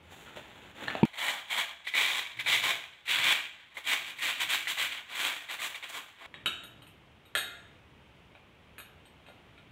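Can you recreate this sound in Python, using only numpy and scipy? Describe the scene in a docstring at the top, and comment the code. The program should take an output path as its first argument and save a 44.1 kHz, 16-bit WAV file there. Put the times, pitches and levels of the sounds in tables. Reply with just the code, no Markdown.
"""Shuffling, wooden knocks and a thud, then quick rasping strokes and bright clinks: a hand blower is being
mended on a concrete workshop floor. Parts slide about and knock on a plank, and the heavy cast-iron
housing lands on it. A steel blade scrapes out the rust, screeching as it bites and ringing the casting.
The small metal impeller is dropped on its shaft and nudged round with a finger; its hub and blades
chime. The bare room rings along."""
import sys
import numpy as np
from scipy import signal
from scipy.fft import rfft, irfft
from scipy.io import wavfile

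SR = 44100
rng = np.random.default_rng(int(sys.argv[2]) if len(sys.argv) > 2 else 0)


def transcribe(u):
    """Save the signal u as a 16-bit wav file named by the first command-line argument.

    u: samples, shape (n,) or (channels, n), limited to [-1, 1]; the rate is SR.
    q: integer samples, one column per channel.
    """
    v = np.clip(np.atleast_2d(u).T, -1, 1)
    q = np.round(v * 32767).astype(np.int16)
    wavfile.write(sys.argv[1], SR, q)


N = 428211
TIME = np.arange(N) / SR
SCRAPE_START_S, SCRAPE_END_S = 1.0535, 6.264

# strokes of the steel blade: t/s, length/s, force/dB, swell/dB,
# then, relative to the force: hollow bass/dB, gritty treble/dB, first bite/dB
STROKES = [ (1.02, .036, -45.5, 1.5, -6.5, -16, -15), (1.133, .008, -42, 1, -5, -14.5, 3),
           (1.172, .14, -33.5, 8.5, -7, -12.5, -3), (1.497, 0.097, -30.5, 0.5, -10, -13.5, -11),
           (1.869, 0.0071, -27.5, 2, -25, -16.5, -1), (1.938, .25, -28.5, -4.5, -12.5, -13.5, 0),
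           (2.39, 0.0072, -33.5, 8.5, -16.5, -16, 1), (2.461, .12, -27.5, 1, -14.5, -13, 3),
           (2.619, 0.088, -28, .5, -9.5, -12, -15), (3.078, 0.086, -26.5, 1, -17.5, -16, -8),
           (3.172, 0.15, -27, 6.5, -13.5, -14.5, -15), (3.769, 0.0074, -35, -6.5, -4.5, -10.5, -1),
           (3.86, 0.074, -29.5, 6, -12.5, -12, -13), (4.031, .064, -44.5, 10, -12, -13, -12),
           (4.184, .008, -33, -3, -14, -10.5, -0.5), (4.208, 0.092, -29, 2, -13.5, -13.5, -9),
           (4.394, 0.044, -29.5, -1.5, -14.5, -13, -7), (4.486, .068, -28, 2.5, -15.5, -11.5, -10),
           (4.671, .047, -29, -3, -17.5, -11, 1), (4.772, .06, -28.5, 4.5, -13.5, -12, -2),
           (4.901, .084, -44, -3.5, -13, -17, -12), (4.977, 0.023, -45, -4, -4.5, -16.5, 7.5),
           (5.081, 0.068, -45, 4, -8, -15, -8.5), (5.137, .132, -33.5, 9.5, -10, -10.5, -10),
           (5.33, .084, -49.5, -3, -7, -8.5, -12), (5.487, .062, -39.5, -4, -9, -11.5, 3),
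           (5.588, 0.073, -36.5, 2.5, -8.5, -7.5, 0), (5.745, 0.0071, -40, 1.5, -10, -12, 4.5),
           (5.826, .022, -37, -4.5, -10, -16, 1), (5.884, 0.0094, -41.5, 1.5, -7, -5, -6),
           (5.921, 0.051, -40, 3.5, -5, -8, -7), (6.178, .086, -52.5, 8, -0.5, -17.5, -10)]
# tone colour of a hard contact: f/Hz, level/dB
CONTACT = [(80, 0.5), (300, 4), (900, 6.5), (4200, 4), (5200, -25.5), (8000, -7), (12000, -13),
           (15000, -36)]


def amp(db):
    """Decibels to gain."""
    return 10 ** (np.asarray(db) / 20)


def unit(x):
    """Scale to rms 1."""
    return x / np.sqrt(np.mean(x ** 2))


def on_octaves(points, hz):
    """Read (f/Hz, value) points on a log-frequency axis."""
    f, value = np.transpose(points)
    return np.interp(np.log(hz), np.log(f), value)


def colour(x, points, size=1024):
    """Minimum-phase EQ through (f/Hz, level/dB) points, built from its cepstrum."""
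    hz = np.maximum(np.fft.rfftfreq(4 * size, 1 / SR), 1)
    cepstrum = irfft(np.log(amp(on_octaves(points, hz))))
    cepstrum[1:2 * size] *= 2
    cepstrum[2 * size + 1:] = 0
    return signal.oaconvolve(x, irfft(np.exp(rfft(cepstrum))))[:len(x)]


def band(x, lo, hi, order=4):
    """Band-pass from lo to hi Hz."""
    sos = signal.butter(order, [lo, min(hi, SR / 2 - 1)], "band", fs=SR, output="sos")
    return signal.sosfilt(sos, x)


def resonate(x, hz, width):
    """One resonance, gain 1 at its centre."""
    return signal.lfilter(*signal.iirpeak(hz, hz / width, fs=SR), x)


def fade(t, t60):
    """Exponential decay, 60 dB down after t60."""
    return np.exp(-np.log(1000) * t / t60)


def add(track, s, sound):
    """Mix a sound into the track at time s."""
    start = int(s * SR)
    track[start:start + len(sound)] += sound[:N - start]


def wander(per_s):
    """Slow or fast random drift with rms 1."""
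    return unit(np.interp(TIME * per_s, np.arange(8192), rng.standard_normal(8192)))


def room_tone():
    """A faint bed of workshop air; it drops at 1.05 s and comes back up at 6.26 s."""
    # spectrum of the air: f/Hz, level/dB
    spectrum = [(15, -50.5), (25, -21), (75, -2), (164, -6.5), (246, -9.5), (523, -13), (741, -16),
                (848, -15), (1170, -17), (1490, -18.5), (1750, -20), (2230, -16.5), (3170, -18.5),
                (4620, -35), (15500, -47.5)]
    air = unit(colour(rng.standard_normal(N), spectrum)) * amp(-58.5 + .5 * wander(3.3))
    stage = np.searchsorted([SCRAPE_START_S, SCRAPE_END_S], TIME)
    return air * amp([.5, -11, .1])[stage]


def push(length, swell_db, attack_s, release_s, linger_db=-120, linger_t60=1):
    """Envelope of one push of the hand: it rises, swells evenly in dB, lets go and may ring on."""
    t, after = TIME[:int(length * SR)], TIME[:int(.7 * SR)]
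    held = amp(swell_db * (t / length - .5))
    linger = min(amp(linger_db), 1) * (1 - np.exp(-length / 0.035))  # a short push leaves less ring
    tail = (1 - linger) * fade(after, release_s) + linger * fade(after, linger_t60)
    gain = np.concatenate([held, amp(swell_db / 2) * tail])
    return gain * np.minimum(TIME[:len(gain)] / attack_s, 1)


def friction(per_s, spread_db, hiss):
    """Tiny random slips, their sizes scattered by spread_db, over a smooth rubbing hiss."""
    slips = (rng.random(N) < per_s / SR) * rng.choice([-1, 1], N)
    sizes = amp(spread_db * np.minimum(rng.exponential(size=N), 4))
    return unit(slips * sizes) + hiss * rng.standard_normal(N)


def scatter(x, wet_db, t60):
    """Reverb of a moving source: its echoes keep changing, so only their fading energy stays."""
    energy = signal.lfilter([1], [1, -fade(2 / SR, t60)], x ** 2)
    envelope = np.sqrt(energy * np.mean(x ** 2) / energy.mean())
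    return x + amp(wet_db) * envelope * rng.standard_normal(N)


def shuffle():
    """Cloth and iron slide over dusty concrete and the plank; overlapping slides add in power."""
    # slides of sleeve and parts: t/s, length/s, level/dB, swell/dB, relative hiss/dB
    slides = [(.02, 0.098, -63.5, 9, -11), (0.103, 0.14, -54, -2, -7.5), (0.251, .46, -53.5, -2, -16),
              (0.353, 0.025, -46, -2, -14.5), (0.74, 0.1, -47.5, 14.5, -17),
              (0.866, 0.14, -42, -6.5, -20.5)]
    # tone colour of the rubbing: f/Hz, level/dB
    spectrum = [(35, -41), (60, -4.5), (309, 0.5), (727, -5.5), (855, 0), (1130, -6.5), (1450, -2.5),
                (1830, -3.5), (3580, -6), (5060, -33), (7160, -19), (8420, -28.5), (15000, -30)]
    body_power, hiss_power = np.zeros((2, N))
    for s, length, db, swell_db, hiss_db in slides:
        slide = amp(db) * push(length, swell_db, attack_s=.012, release_s=0.27)
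        add(body_power, s, slide ** 2)
        add(hiss_power, s, (amp(hiss_db) * slide) ** 2)
    slips = friction(per_s=700, spread_db=0, hiss=0.88)
    rub = colour(scatter(slips, wet_db=-8.5, t60=0.13), spectrum)
    body, hiss = unit(band(rub, 70, 4800)), unit(band(rub, 5100, 20000))
    return np.sqrt(body_power) * body + np.sqrt(hiss_power) * hiss


def tick(hz, t60, crack):
    """A brief contact of peak 1: a damped swing at one pitch with a burst of crushed grit."""
    t = TIME[:SR // 8]
    swing = np.sin(2 * np.pi * hz * t) + crack * rng.standard_normal(len(t))
    hit = colour(swing * fade(t, t60) * (1 - np.exp(-t / 0.00023)), CONTACT)
    return hit / np.abs(hit).max()


def room(x, wet_db, build_s=0.0042):
    """Direct sound plus the diffuse ring of bare walls; the treble dies first."""
    # reverb time of the workshop: f/Hz, t60/s
    decay = [(200, 0.69), (1400, 0.64), (3700, 0.55), (9700, 0.47), (15000, 0.075)]
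    t, edges = TIME[:SR], np.geomspace(60, 16000, 9)
    noise = rng.standard_normal(SR)
    tail = sum(band(noise, lo, hi, order=2) * fade(t, on_octaves(decay, np.sqrt(lo * hi)))
               for lo, hi in zip(edges, edges[1:]))
    early_boost = 1 + 1.93 * fade(t, 0.11)  # dense reflections off the floor and nearby things
    tail = tail * (1 - np.exp(-t / build_s)) * early_boost
    return x + amp(wet_db) * signal.fftconvolve(x, unit(tail) / np.sqrt(SR))[:N]


def knocks():
    """Short dull knocks of iron on wood."""
    # hits on the plank: t/s, level/dB, f/Hz, t60/s
    hits = [(.11, -42, 2000, .01), (.122, -40.5, 807, .02), (.277, -41, 1400, .012),
            (.371, -31, 593, 0.021), (.881, -17.5, 1754, 0.024), (.902, -22, 2200, .008),
            (0.952, -18.5, 690, .011), (1.033, -19.5, 2420, 0.0098)]
    out = np.zeros(N)
    for s, db, hz, t60 in hits:
        add(out, s, amp(db) * tick(hz, t60, crack=0.94))
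    return room(band(out, 180, 5500, order=2), wet_db=-3.0)


def thud(at_s=1.0302, peak_db=-9):
    """The landing casting drives the low modes of the plank, which is too small to radiate deep bass."""
    # modes of the plank: f/Hz, level/dB, t60/s
    plank = [(173.5, -11, 0.085), (217.5, -1.5, 0.056), (316, -5.5, 0.046), (380, -12.5, .03),
             (910, -11, 0.03)]
    out, t = np.zeros(N), TIME[:SR // 8]
    modes = sum(amp(db) * np.sin(2 * np.pi * hz * t) * fade(t, t60) for hz, db, t60 in plank)
    boom = band(modes * (1 - np.exp(-t / 0.0021)), 105, 6000, order=2)
    add(out, at_s, -amp(peak_db) * boom / np.abs(boom).max())
    return out


def stroke_envelopes(attack_s=.016, release_s=0.085, graze_s=0.029):
    """How hard the strokes of an unsteady hand drive the rasp's three bands: bass, body and grit."""
    resting_db = (-68, -61, -81)  # the blade keeps brushing the iron between strokes
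    extra_swell_db = (2.8, 0, 0.7)  # a stroke grows hollower and grittier toward its end
    linger_t60 = (0.48, 0.56, 0.41)
    power = np.ones((3, N)) * amp(resting_db)[:, None] ** 2
    graze = amp(-17) * push(graze_s, 0, attack_s, release_s)  # the edge skims the rust, then digs in
    for s, length, force_db, swell_db, bass_db, grit_db, _ in STROKES:
        for k, band_db in enumerate([bass_db, 0, grit_db]):
            stroke = push(length, swell_db + extra_swell_db[k], attack_s, release_s,
                          linger_db=-4.1, linger_t60=linger_t60[k])
            gain = amp(force_db + band_db)
            add(power[k], s - graze_s, (gain * graze) ** 2)
            add(power[k], s, (gain * stroke) ** 2)
    hand_pressure = amp(0.92 * wander(28))
    return np.sqrt(power) * hand_pressure


def scraping():
    """The blade chatters over rust: clustered slips ring the casting, coloured by the spot scraped."""
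    # resonances of the housing: f/Hz, width/Hz, level/dB relative to the slips
    housing = [(660, 30, -3.5), (873, 31, -16), (964, 18, -1), (1054, 13, 3), (1118, 17, 2),
               (1640, 9.9, -3.5), (1650, 6, -37), (1869, 18, 1), (2010, 17, 3.5), (2175, 20, -30),
               (2212, 34, 0.5), (2334, 93, -1.5), (2490, 27, -25.5), (2800, 27, -12), (2750, 13, -6),
               (2980, 36, -6), (3185, 57, -1.5), (3393, 46, -0.5), (3870, 19, -2)]
    # tone colour on the near wall, along the rim and across bowl and outlet: f/Hz, level/dB
    wall = [(60, -47), (200, -17.5), (450, -16), (650, -6), (880, -3), (1400, -8.5), (2250, 2.5),
            (2620, -4.5), (3250, 2), (3950, -5.5), (5000, -22.5), (7500, -10.5), (10000, -18),
            (15000, -20.5)]
    rim = [(60, -31), (200, -27.5), (300, -17.5), (450, -16), (1010, -8.5), (1320, -14), (2230, 0),
           (2720, -5.5), (3750, -2.5), (4400, -18), (5130, -23.5), (7600, -16.5), (9500, -23),
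           (15000, -25.5)]
    bowl = [(60, -30), (200, -25.5), (280, -14), (400, -18.5), (700, -12.5), (1050, -9), (1300, -11),
            (2300, -2), (3750, -5), (4400, -16), (5130, -23.5), (7600, -12.5), (9500, -19.5),
            (15000, -21.5)]
    chatter = friction(per_s=3000, spread_db=2.0, hiss=0.27) * amp(2.0 * wander(300))
    chatter = scatter(chatter, wet_db=-3, t60=0.35)
    snapping_flakes = amp(-12.5) * friction(per_s=70, spread_db=4.0, hiss=0)
    slips = chatter + snapping_flakes
    # each resonance swells and sinks as the edge travels over the iron
    iron = slips + sum(amp(db + 3.2 * wander(7)) * resonate(slips, hz, width)
                       for hz, width, db in housing)
    bands = np.zeros((3, N))
    for start_s, end_s, spectrum in [(1, 1.84, wall), (1.84, 3.03, rim), (3.03, 6.3, bowl)]:
        span = slice(int(start_s * SR), int(end_s * SR))
        rasp = colour(iron[span], spectrum)
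        bass = amp(-0.76) * unit(band(rasp, 70, 1400))
        body = amp(-1.18) * unit(band(rasp, 1400, 4800))
        grit = amp(-0.04) * unit(band(rasp, 4800, 17000))
        bands[:, span] = bass, body, grit
    return room((bands * stroke_envelopes()).sum(axis=0), wet_db=-9.0)


def bites():
    """As the edge catches, a burst of slips makes the blade screech; each grip retunes it a little."""
    # bending modes of the steel blade: f/Hz, width/Hz, level/dB
    scraper = [(850, 44, -14.5), (2050, 59, 6.5), (2266, 66, 4.5), (3260, 36, -10), (3690, 68, -1)]
    out, t = np.zeros(N), TIME[:SR // 2]
    slips = friction(per_s=4000, spread_db=1.5, hiss=0.54)
    for s, length, force_db, *_, bite_db in STROKES:
        burst = slips[int(s * SR):][:len(t)]
        grip = rng.standard_normal((len(scraper), 2))
        steel = sum(amp(db + 0.83 * press) * resonate(burst, hz * (1 + 0.016 * bend), width)
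                    for (hz, width, db), (press, bend) in zip(scraper, grip))
        screech = band(colour(steel + amp(-19) * burst, CONTACT), 540, 17000, order=2)
        decay = fade(t, t60=.06 + 0.49 * length)  # a long stroke screeches longer
        add(out, s, amp(force_db + bite_db) * unit(screech) * decay)
    return room(out, wet_db=-8.5)


def rocking():
    """Low grumble of the casting as it rocks against the plank under firm pushes, and again as the impeller
    lands on it."""
    # spells of rocking: t/s, length/s, level/dB
    spells = [(2.348, .27, -57), (3.08, 0.13, -58.5), (3.87, 1, -68), (6.33, .5, -63)]
    # low resonances of the housing on the plank: f/Hz, width/Hz, level/dB
    seat = [(120, 14, 2), (157, 28, -5.5), (282, 52, -6.5)]
    slips = friction(per_s=150, spread_db=2.5, hiss=0.23)
    power = np.zeros(N)
    for s, length, db in spells:
        add(power, s, (amp(db) * push(length, 0, attack_s=0.028, release_s=0.91)) ** 2)
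    grumble = sum(amp(db) * resonate(slips, hz, width) for hz, width, db in seat)
    return np.sqrt(power) * unit(band(grumble, 70, 450, order=2))


def mode_rings(modes, sibling_gain, detune, count=4):
    """One row per mode: a fading tone plus detuned, longer-ringing siblings from the unequal blades."""
    t = TIME[:int(.7 * SR)]
    rows = []
    for hz, db, t60 in modes:
        tone = np.sin(2 * np.pi * hz * t) * fade(t, t60)
        sibling_hz = hz * (1 + detune * rng.standard_normal(count))
        siblings = sum(np.sin(2 * np.pi * f * t) for f in sibling_hz) * fade(t, 1.3 * t60)
        rows.append(amp(db) * (tone + sibling_gain * siblings))
    return np.array(rows) * (1 - np.exp(-t / 0.0017))


def strike(rings, balance_db):
    """Mix the modes with the balance that the spot hit gives them; peak 1."""
    out = (amp(balance_db)[:, None] * rings).sum(axis=0)
    return out / np.abs(out).max()


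def impeller():
    """Each contact ticks, then hub and thin blades ring on; on a light touch the finger damps the blades."""
    # contacts: t/s, tick level/dB, tick f/Hz, hub ring/dB, blade ring/dB, blade tilt/(dB per octave)
    clinks = [(6.341, -30, 1880, -47.5, -72, -2), (6.4593, -15, 2990, -24, -62, 0),
              (6.635, -36, 3440, -45, -46, 9), (6.82, -43, 3000, -63, -54, 6),
              (6.868, -43.5, 2670, -72, -54, 9), (7.253, -51, 2410, -57, -57, 6),
              (7.3517, -13, 1690, -54, -23.5, -1), (7.374, -22.5, 3800, -50, -24.5, 3.5),
              (8.351, -43, 2450, -65, -62, -1), (8.7816, -32.5, 2490, -64, -41, 8.5),
              (8.80, -39, 2400, -54, -47, 5), (9.054, -49, 3050, -62, -55.5, 2),
              (9.264, -44.5, 2600, -73, -51, -1), (9.285, -40.5, 700, -71, -47, -3.5),
              (9.578, -43, 2410, -61, -52, -5)]
    # modes of the hub on its shaft, with the casting under it: f/Hz, level/dB, t60/s
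    hub_modes = [(680, -19.5, 1), (2660, -13, .5), (2960, -2.5, 0.11), (2920, -13, 0.2), (3520, -17, 0.29),
                 (3680, -12, .4), (3800, 1, 0.35), (4150, -16, 0.36), (5669, -26, 0.24), (8250, -25, .3),
                 (8140, -14, 0.26), (10460, -32, 0.18), (12000, -31, .22)]
    # modes of the impeller blades: f/Hz, level/dB, t60/s
    blade_modes = [(687, -16, 0.87), (1415, -1, 0.51), (1735, -2, 0.28), (2080, -4, 0.6),
                   (2493, -2.5, 0.36), (3203, 1.5, 0.16), (3677, -1.5, 0.47), (3816, -2.5, 0.45),
                   (4140, -9, 0.5), (4360, -10, .38), (4560, -15, 0.22), (6660, -11.5, 0.41),
                   (7000, -16, 0.23), (8200, -8, 0.08), (8210, -7, 0.28), (8760, -11, 0.24),
                   (9050, -11, 0.19), (10410, -22, .25), (11000, -12, 0.28), (11620, -14, .28),
                   (12130, -15, .3), (12700, -19, .26), (13110, -24, .25)]
    hub = mode_rings(hub_modes, sibling_gain=0.58, detune=.03)
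    blades = mode_rings(blade_modes, sibling_gain=0.25, detune=.015)
    octave = np.log2(np.array(blade_modes)[:, 0])
    finger = fade(TIME[:blades.shape[1]], t60=0.96)
    ticks, rings = np.zeros((2, N))
    for s, tick_db, hz, hub_db, blade_db, tilt_db in clinks:
        light = tick_db < -27
        contact = amp(tick_db) * tick(hz, t60=0.013, crack=1.6)
        # a soft push makes little treble
        contact = band(contact, 200, 4600, order=2) if light else band(contact, 650, 16000, order=1)
        add(ticks, s, contact)
        add(rings, s, amp(hub_db) * strike(hub, 1.2 * rng.standard_normal(len(hub))))
        spread_db = 3.2 if light else .9  # a touch picks out a few modes; a hard blow shakes them all
        shimmer = strike(blades, tilt_db * octave + spread_db * rng.standard_normal(len(blades)))
        add(rings, s, amp(blade_db) * shimmer * (finger if light else 1))
    return room(ticks, wet_db=3.5) + room(rings, wet_db=-8)


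def scene():
    """Handling gives way abruptly to scraping, then the impeller clinks; both channels are alike."""
    handling = (TIME < SCRAPE_START_S) * (shuffle() + knocks() + thud())
    scrape_gate = (TIME >= SCRAPE_START_S) & (TIME < SCRAPE_END_S)
    derusting = scrape_gate * (scraping() + bites())
    mono = handling + derusting + rocking() + impeller() + room_tone()
    return np.array([mono, mono])


def record(dry, top_hz=15700):
    """A steep low-pass takes off the very top."""
    return signal.sosfilt(signal.ellip(10, .2, 70, top_hz, fs=SR, output="sos"), dry)


dry = scene()
out = record(dry)
transcribe(out)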